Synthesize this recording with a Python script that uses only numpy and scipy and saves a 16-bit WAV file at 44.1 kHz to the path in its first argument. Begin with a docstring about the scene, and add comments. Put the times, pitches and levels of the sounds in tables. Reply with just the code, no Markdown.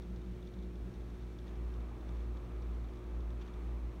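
"""A low aquarium hum throbs twice a second: two pump motors run at nearly the same speed and beat.
Around it are mains buzz, a fan's note, thin whines and the wash of moving water and air, which stirs
cabinet and room resonances. At 1.5 s the hum and the wash step up. Faint ticks and a few short
rustles, perhaps a hermit crab's legs and shell, sit on top, with one tiny squeak."""
import sys
import numpy as np
from scipy import signal
from scipy.fft import rfft, irfft
from scipy.io import wavfile
from scipy.ndimage import uniform_filter1d

SR = 44100
rng = np.random.default_rng(int(sys.argv[2]) if len(sys.argv) > 2 else 0)


def dump_mix(stems):
    """Bounce the given channels to the path in sys.argv[1] as a 16-bit WAV at rate SR."""
    frames = np.atleast_2d(stems).T  # one column per channel
    limited = np.clip(frames, -1, 1)  # hard clip at full scale
    pcm = np.round(limited * 32767).astype(np.int16)
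    wavfile.write(sys.argv[1], SR, pcm)


N = 176400
T = np.arange(N) / SR
MAINS_HZ = 60
STEP_S = 1.5  # the hum steps up


def undb(db):
    """Decibels to gain."""
    return 10 ** (np.asarray(db) / 20)


def ramp(middle_s, length_s):
    """Linear rise from 0 to 1."""
    return np.clip((T - middle_s) / length_s + .5, 0, 1)


def drift(rate_hz):
    """Smooth random drift, rms near 1."""
    hold = int(SR / rate_hz)
    stairs = np.repeat(rng.standard_normal(N // hold + 1), hold)
    return 1.278 * uniform_filter1d(uniform_filter1d(stairs, hold), hold)[:N]


def noise(gain):
    """Unit-rms noise with spectrum gain(Hz)."""
    hz = np.maximum(np.fft.rfftfreq(N, 1 / SR), 1)
    shaped = irfft(rfft(rng.standard_normal(N)) * gain(hz), N)
    return shaped / shaped.std()


def coloured(spectrum):
    """Unit-rms noise shaped by (frequency [Hz], relative density [dB]) points."""
    hz, db = np.array(spectrum).T
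    return noise(lambda f: undb(np.interp(np.log(f), np.log(hz), db)))


def resonance(hz, width_hz, db):
    """Steep resonance driven by noise."""
    return undb(db) * noise(lambda f: 1 / (1 + ((f * f - hz * hz) / (f * width_hz)) ** 2))


def tone(hz, db, waver_hz, flutter_db):
    """Sine with drifting pitch and level."""
    cycles = np.cumsum(hz + waver_hz * drift(6)) / SR + rng.random()
    return np.sqrt(2) * undb(db + flutter_db * drift(8)) * np.sin(2 * np.pi * cycles)


def pumps():
    """Two motors slip in and out of phase; the stronger one has overtones."""
    # stronger motor's partials: (harmonic [-], level before trim [dB])
    partials = [(1, -41), (2, -58), (3, -63.5), (5, -68), (6, -67.5)]
    strong_hz, weak_hz, in_phase_s = 57.2, 59.15, 2.215
    before_step = 1 - ramp(STEP_S, length_s=.037)
    strong_db = partials[0][1] - 4.5 * before_step
    weak_db = -49 - 13 * before_step
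    overtone_trim_db = -1.5 - 1.5 * before_step
    rad_per_hz = 2 * np.pi * (T - in_phase_s)
    phase_rad = 2 * np.pi * rng.random()
    strong = undb(strong_db) * np.cos(strong_hz * rad_per_hz + phase_rad)
    weak = undb(weak_db) * np.cos(weak_hz * rad_per_hz + phase_rad)
    overtones = sum(tone(k * strong_hz, db, waver_hz=.1, flutter_db=1.4) for k, db in partials[1:])
    return np.sqrt(2) * (strong + weak) + undb(overtone_trim_db) * overtones


def mains_buzz():
    """Near-steady harmonics of the mains."""
    # buzz partials: (harmonic [-], level [dB])
    partials = [(2, -58.5), (3, -61.5), (4, -60.5), (6, -59), (7, -79), (8, -70.5), (9, -75.5), (10, -78.5)]
    return sum(tone(k * MAINS_HZ, db, waver_hz=.08, flutter_db=1.33) for k, db in partials)


def flow():
    """Water and air noise, pulsing slightly at twice the mains rate; a wash joins near the step."""
    # steady water and room noise: (frequency [Hz], relative density [dB])
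    steady_spectrum = [(15, -30), (32, -6.5), (80, 1), (130, -2), (260, -7), (400, -9.5), (600, -14.5),
                       (1000, -18.5), (1600, -23), (2450, -26), (2850, -29), (3500, -29), (4400, -32.5),
                       (4950, -38.5), (5300, -35), (6100, -36), (7600, -41.5), (9000, -40.5), (9900, -43),
                       (10400, -48), (11200, -43.5), (16000, -46.5)]
    # added wash: (frequency [Hz], relative density [dB])
    wash_spectrum = [(200, -10.5), (450, 3), (700, 1), (900, -0.5), (1200, 1), (1450, -8.5), (1800, -12),
                     (2500, -11.5), (5000, -44)]
    pulse_db = .5 * np.sin(2 * np.pi * 2 * MAINS_HZ * T)
    steady = undb(-55 + pulse_db + .48 * drift(9)) * coloured(steady_spectrum)
    wash = undb(-62 + .5 * drift(11)) * coloured(wash_spectrum)
    return steady + wash * ramp(middle_s=1.464, length_s=.07)


def booms():
    """Cabinet and room resonances stirred by the flow; an extra one fades out by the step."""
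    # steady resonances: (frequency [Hz], width [Hz], level [dB])
    modes = [(49.7, 8.4, -57.5), (60.6, 15, -57.5), (182.3, 20, -62.5), (296, 16, -70.5),
             (369.7, 29, -66.5)]
    fade = np.sqrt(np.clip(1 - T / STEP_S, 0, 1))
    early = fade * resonance(hz=184, width_hz=22, db=-52.5)
    return early + sum(resonance(*mode) for mode in modes)


def fan():
    """A fan's single wavering note."""
    return tone(hz=314.6, db=-62.5, waver_hz=.4, flutter_db=1.7)


def whines():
    """Wavering tones of the tank's fittings, plus faint thin whistles."""
    # whines: (frequency [Hz], level [dB], rms waver [Hz])
    lines = [(30.7, -69, .3), (430, -69, 2.5), (692.6, -80.5, 2.2), (1312, -81.5, 1.5)]
    # whistles: (frequency [Hz], width [Hz], level [dB])
    whistles = [(1626, 12, -86), (2325, 16, -83), (12521, 30, -102)]
    whining = sum(tone(*line, flutter_db=1.5) for line in lines)
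    return whining + sum(resonance(*band) for band in whistles)


def ticks():
    """Short scrapes on a hard shell: clear timed ones and fainter random grains."""
    # clear scrapes: (time [s], relative level [dB])
    scrapes = [(.021, -63), (.160, -60), (.488, -69), (.538, -64), (.589, -68), (.755, -66), (0.939, -66.5),
               (1.104, -69), (1.222, -67), (1.387, -63.5), (1.478, -65), (1.555, -70), (1.739, -63),
               (1.805, -68), (2.089, -64), (2.205, -70), (2.621, -66.5), (3.205, -64), (3.303, -65.5),
               (3.414, -67), (3.476, -68), (3.538, -68)]
    # shell resonances: (frequency [Hz], width [Hz], relative level [dB])
    shell_modes = [(3530, 530, 5), (4530, 640, -3), (5760, 960, -2.5)]
    grains_per_s, rise_s, decay_s, gain_db = 18, .0009, .0036, 5
    grains = rng.random(N) < grains_per_s / SR
    impulses = grains * undb(-71.5 + 2 * rng.standard_normal(N))
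    for time_s, db in scrapes:
        impulses[int(time_s * SR)] += undb(db)
    age_s = T[:SR // 10]
    contact = (1 - np.exp(-age_s / rise_s)) * np.exp(-age_s / decay_s)
    envelope = signal.fftconvolve(impulses, contact)[:N]
    ring = sum(resonance(*mode) for mode in shell_modes)
    return undb(gain_db) * envelope * ring / ring.std()


def rustles():
    """Brief uneven rubbing: rough noise in Gaussian swells."""
    # rubs: (centre time [s], half length [s], level [dB])
    rubs = [(1.48, .04, -70), (3.425, .022, -66.5), (3.485, .02, -68)]
    # rubbing noise: (frequency [Hz], relative density [dB])
    spectrum = [(400, -33), (1300, 2.5), (2500, -2), (3350, -1), (4000, -9), (6600, -13.5), (8500, -28),
                (16000, -33)]
    swells = sum(undb(db) * np.exp(-((T - centre_s) / half_s) ** 2) for centre_s, half_s, db in rubs)
    roughness_db = 5.5 * drift(120)
    return swells * undb(roughness_db) * coloured(spectrum)


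def squeak():
    """One thin, uneven tone that droops."""
    start_s, length_s, start_hz, fall_hz = 2.02, .115, 8300, 1000
    progress = np.clip((T - start_s) / length_s, 0, 1)
    arch = 2 * np.sqrt(progress * (1 - progress))
    glide = tone(start_hz - fall_hz * progress ** 2, db=-90, waver_hz=20, flutter_db=1)
    roughness_db = 2 * drift(80)
    return arch * glide * undb(roughness_db)


def scene():
    """All sources, mono, close to the tank."""
    return (pumps() + mains_buzz() + flow() + booms() + fan() + whines()
            + ticks() + rustles() + squeak())[None]


def record(dry):
    """Steep low-pass on the top treble."""
    cutoff_hz = 15750
    return signal.sosfilt(signal.ellip(10, .1, 80, cutoff_hz, fs=SR, output="sos"), dry)


dry = scene()
out = record(dry)
dump_mix(out)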